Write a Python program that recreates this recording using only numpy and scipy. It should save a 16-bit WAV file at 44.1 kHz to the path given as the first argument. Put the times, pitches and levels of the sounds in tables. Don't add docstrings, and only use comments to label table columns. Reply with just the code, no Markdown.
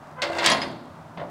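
import sys
import numpy as np
from scipy import signal
from scipy.fft import rfft, irfft
from scipy.io import wavfile
from scipy.ndimage import map_coordinates

SR = 44100
rng = np.random.default_rng(int(sys.argv[2]) if len(sys.argv) > 2 else 0)


def log_audio(samples):
    frames = np.atleast_2d(samples).T
    limited = np.clip(frames, -1, 1)
    pcm = np.round(limited * 32767).astype(np.int16)
    wavfile.write(sys.argv[1], SR, pcm)


N = 57330
T = np.arange(N) / SR
HZ = np.fft.rfftfreq(2 * N, 1 / SR)
BLOW_SAMPLES, ATTACK_S = 20480, 0.00031

# frequency in Hz, relative density in dB.
CONTACT_SPECTRUM = [(25, -36), (60, -8), (120, -0.5), (230, 2.5), (330, 4.5), (410, -2), (620, 4.5),
                    (800, 1), (1050, 5), (1400, -2.5), (1900, 5), (2500, -1.5), (3300, 0.5), (4600, 2.5),
                    (5800, -3.5), (8000, -3), (10500, -19), (12500, -22.5), (16000, -30)]


def amp(db):
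    return 10 ** (np.asarray(db) / 20)


def unit_rms(x):
    return x / np.sqrt(np.mean(x ** 2) + 1e-20)


def at_hz(points, hz):
    knots_hz, values = np.transpose(points)
    return np.interp(np.log(hz + 1), np.log(knots_hz + 1), values)


def curves(rows):
    times_s, *columns = np.transpose(rows)
    return [np.interp(T, times_s, column) for column in columns]


def wobble(knots_per_s):
    return map_coordinates(rng.standard_normal(4096), [T * knots_per_s + 2], mode="wrap")


def filtered(x, gain):
    return irfft(rfft(x, 2 * N) * gain)[:N]


def coloured_noise(spectrum):
    return unit_rms(filtered(rng.standard_normal(N), amp(at_hz(spectrum, HZ))))


def decay(t60_s, t=T):
    return np.exp(-np.log(1000) * t / t60_s)


def decay_by_band(x, t60_points):
    hz, t, bands = signal.stft(x, SR, nperseg=256)
    bands = bands * decay(at_hz(t60_points, hz)[:, None], t)
    return signal.istft(bands, SR, nperseg=256)[1][:N]


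def add(out, start_s, x):
    i = int(round(start_s * SR))
    out[i:i + len(x)] += x[:N - i]


def steel_partials(modes, waver_rad):
    t, knots_s = T[:BLOW_SAMPLES], np.arange(80) / 50
    rows = []
    for hz, db, t60_s in modes:
        drift = waver_rad * np.interp(t, knots_s, rng.standard_normal(len(knots_s)))
        rows.append(amp(db) * decay(t60_s, t) * np.exp(1j * (2 * np.pi * hz * t + drift)))
    return np.array(rows)


def strike(partials, db, scatter_db):
    gains = amp(db + scatter_db * rng.standard_normal(len(partials)))
    phasors = np.exp(2j * np.pi * rng.random(len(partials)))
    return ((gains * phasors) @ partials).real


def background():
    # frequency in Hz, relative density in dB.
    rumble_spectrum = [(15, -53), (25, -24), (64, -18), (87, -1), (123, -7), (157, 2), (195, -13.5),
                       (223, -4.5), (354, -14.5), (451, -13.5), (516, -15), (575, -5), (1260, -11.5),
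                       (2410, -28), (2610, -29), (7710, -39.5), (16000, -50)]
    # time in seconds, level in dB.
    hum_levels = [(0, -59), (.6, -56), (.73, -45), (.82, -51), (1.1, -58), (1.14, -43.5), (1.2, -36.5),
                  (1.25, -44), (1.3, -41)]
    rumble_db, hum_hz = -44, 166.2
    rumble = coloured_noise(rumble_spectrum)
    hum = np.sin(2 * np.pi * hum_hz * T + 1.35 * wobble(29.97))
    hum_db, = curves(hum_levels)
    return amp(rumble_db + .7 * wobble(12.27)) * rumble + amp(hum_db + 2.9 * wobble(29.7)) * hum


def yard_reverb(x):
    # frequency in Hz, T60 in seconds.
    tail_t60 = [(100, 1.2), (300, 0.95), (800, 0.77), (2000, .55), (4400, .7), (5600, .45), (12000, 0.31)]
    # frequency in Hz, gain in dB.
    send = [(60, -8), (180, -1), (330, 1.5), (450, -6), (800, -8.5), (2000, -15.5), (4200, -11.5),
            (6000, -16), (12000, -21)]
    tail = decay_by_band(rng.standard_normal(N), tail_t60) * (1 - np.exp(-T / 0.021))
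    energy = SR * at_hz(tail_t60, HZ) / (2 * np.log(1000))
    return filtered(x, rfft(tail, 2 * N) / np.sqrt(energy) * amp(at_hz(send, HZ)))


def squeak():
    # time in seconds, slip rate in Hz, level in dB.
    slip = [(.15, 495, -69), (.175, 504.2, -41.5), (.192, 509, -36), (.205, 507, -38.5), (.217, 505, -36.5),
            (.224, 500, -68)]
    harmonics_db = [-7, -2, -8, -12.5, -25, -28]
    # frequency in Hz, relative density in dB.
    rasp_spectrum = [(200, -32), (500, -11), (1100, 4), (1700, -5), (3000, -21), (6000, -43), (16000, -60)]
    rasp_db = -5
    slip_hz, level_db = curves(slip)
    phase = 2 * np.pi * np.cumsum(slip_hz * (1 + .025 * wobble(400))) / SR
    tone = sum(amp(db + 1.2 * wobble(60)) * np.sin(k * phase) for k, db in enumerate(harmonics_db, 1))
    return amp(level_db) * (unit_rms(tone) + amp(rasp_db) * coloured_noise(rasp_spectrum))


def link_ring(modes, scatter_db, waver_rad):
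    attack = 1 - np.exp(-T[:BLOW_SAMPLES] / ATTACK_S)
    return strike(steel_partials(modes, waver_rad), 0, scatter_db) * attack


def links():
    # frequency in Hz, relative level in dB, T60 in seconds.
    free_modes = [(5017, 3, 0.089), (5720, -3.5, 0.072), (6750, -6, 0.099), (9200, -23, 0.23),
                  (9730, -18.5, .27), (9860, -15.5, 0.084), (10200, -19, .08), (11360, -32, .3)]
    pinched_modes = [(9530, -4, 0.033), (10530, -2.5, 0.024)]
    # start in seconds, gain in dB.
    chimes = [(.517, -24.5), (.6165, -37)]
    pinches = [(.461, -26), (0.5, -22)]
    ticks = [(.072, -54), (.113, -56), (.372, -39), (.717, -48.5), (.855, -54)]
    out = np.zeros(N)
    for start_s, db in chimes:
        add(out, start_s, amp(db) * link_ring(free_modes, scatter_db=4, waver_rad=.35))
    for start_s, db in pinches:
        add(out, start_s, amp(db) * link_ring(pinched_modes, scatter_db=1.5, waver_rad=.15))
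    for start_s, db in ticks:
        add(out, start_s, amp(db) * decay(t60_s=0.023) * coloured_noise(CONTACT_SPECTRUM))
    return out


def scrape():
    # time in seconds, level in dB.
    drag_levels = [(.21, -67), (.235, -30), (.28, -36.5), (.335, -31), (.375, -32), (.43, -26.5),
                   (.52, -26.5), (.6, -35.5), (.68, -40.5), (.78, -55.5), (.9, -66)]
    # frequency in Hz, relative density in dB.
    spectrum = [(60, -37), (300, -6), (450, -2.5), (630, 3), (900, 0), (1250, -4), (1550, -5.5),
                (2400, -9.5), (2750, -11.5), (3200, -18), (4600, -15), (5800, -24.5), (8400, -26.5),
                (9500, -34), (16000, -43)]
    # centre in Hz, width in Hz, boost in dB.
    deck_resonances = [(572, 27, 2), (632, 22, 6.5), (704, 24, 4), (956, 30, 3), (1422, 33, 7),
                       (1594, 38, 7), (2040, 76, 7.5), (2726, 80, 8.5), (3520, 60, 12), (4530, 95, 4)]
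    jolts_per_s, spread_db = 900, 3
    level_db, = curves(drag_levels)
    jolts = (rng.random(N) < jolts_per_s / SR) * amp(spread_db * rng.standard_normal(N))
    power = signal.fftconvolve(jolts ** 2, decay(t60_s=.02) ** 2)[:N]
    grains = np.sqrt(np.abs(power)) * rng.standard_normal(N)
    deck_gain = 1 + sum((amp(db) - 1) * 1j * HZ * width_hz / (hz ** 2 - HZ ** 2 + 1j * HZ * width_hz)
                        for hz, width_hz, db in deck_resonances)
    return amp(level_db) * unit_rms(filtered(grains, deck_gain * amp(at_hz(spectrum, HZ))))


def clanks():
    blows = [(.219, -42, -31.5, -19, -28.5, 5.5, -34.5, -65), (0.2276, -48, -22, -25, -43, 5, -34, -56),
             (.2995, -44, -20.5, -55, -64, 19, -40, -65), (.385, -45, -29.5, -20.5, -34, -2.5, -30.5, -62),
             (0.4291, -41, -23.5, -24.5, -37.5, -4, -44, -64),
             (0.4407, -36, -26.5, -22, -28, 2, -42.5, -47), (.4485, -43, -24, -16.5, -31, -10, -44.5, -42),
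             (.461, -28.5, -28, -12, -15.5, 8, -37, -23), (.486, -22, -25.5, -16, -30.5, -8, -40, -32),
             (0.5002, -19, -23, -18.5, -24, -3, -38, -31.5), (.516, -33.5, -19, -19, -33, -6, -41.5, -27.5),
             (.569, -25.5, -29, -30, -44, -1, -46, -46), (.618, -28.5, -24, -24.5, -44, -9, -46.5, -52),
             (.668, -26, -34, -48, -71, -6, -49.5, -68), (1.174, -31.5, -26, -38.5, -66, -9, -39.5, -75),
             (1.198, -37.5, -28, -42.5, -70, -2, -50, -73), (1.216, -38, -24.5, -50, -81, -8, -40, -78),
             (1.277, -37, -42, -63, -78, -11, -54, -77)]
    zones_hz = [200, 700, 2800, 9000]
    # frequency in Hz, T60 in seconds.
    clash_t60 = [(100, 0.34), (300, 0.53), (700, 0.32), (2000, 0.2), (4500, 0.19), (8000, 0.086),
                 (15000, 0.11)]
    # frequency in Hz, relative level in dB, T60 in seconds.
    deck_modes = [(336.3, -10.5, .7), (509.9, -4, 0.37), (577, 0, 0.48), (632, 1.5, 0.22), (701, 0, 0.24),
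                  (955.6, -4.5, .4), (1425, -5, 0.46), (1583, -4, 0.25), (2067, -3, 0.31), (2122, -3, 0.29),
                  (2696, -3, 0.24), (3534, -1.5, 0.19), (4195, -3, .15)]
    hook_modes = [(217.4, -10, .7), (262, -13, .5), (900, -8, 0.36), (1000, -7.5, 0.42), (1060, -1.5, 0.41),
                  (1257, -6.5, 0.51), (1691, -1.5, 0.17), (1840, -9, 0.18), (1879, -3, .25), (1914, -3, .2),
                  (2433, -2.5, 0.18), (2740, -8, 0.28), (3070, -10, .2), (3215, -4, 0.14), (3277, 0, 0.16),
                  (4158, -10, 0.28), (4315, -15, 0.3)]
    out, t, hz = np.zeros(N), T[:BLOW_SAMPLES], np.fft.rfftfreq(BLOW_SAMPLES, 1 / SR)
    colour = unit_rms(amp(at_hz(CONTACT_SPECTRUM, hz)))
    deck = steel_partials(deck_modes, waver_rad=0.33)
    hook = steel_partials(hook_modes, waver_rad=0.25)
    window = (1 - np.exp(-t / ATTACK_S)) * np.minimum(1, 10 * (t[-1] - t))
    for start_s, *zones_db, crack_db, deck_db, hook_db in blows:
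        zones = list(zip(zones_hz, zones_db))
        spectra = rfft(rng.standard_normal((2, BLOW_SAMPLES))) * colour * amp(at_hz(zones, hz))
        clash = decay_by_band(irfft(spectra[0]), clash_t60)[:BLOW_SAMPLES]
        crack = irfft(spectra[1] * hz / (hz + 1000)) * amp(crack_db) * decay(t60_s=0.013, t=t)
        dull_db = np.minimum(0, at_hz(zones[1:], np.array(deck_modes)[:, 0]) - zones_db[1])
        deck_ring = strike(deck, deck_db + dull_db, scatter_db=2.5)
        hook_ring = strike(hook, hook_db, scatter_db=2.0)
        add(out, start_s, window * (clash + crack + deck_ring + hook_ring))
    return out


def scene():
    chain = clanks() + scrape()
    small_sounds = links() + squeak()
    small_send_db = -7.5
    reverb = yard_reverb(chain + amp(small_send_db) * small_sounds)
    return (chain + small_sounds + reverb + background())[None]


def record(dry):
    cutoff_hz = 16300
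    return filtered(dry[0], HZ < cutoff_hz)[None]


dry = scene()
out = record(dry)
log_audio(out)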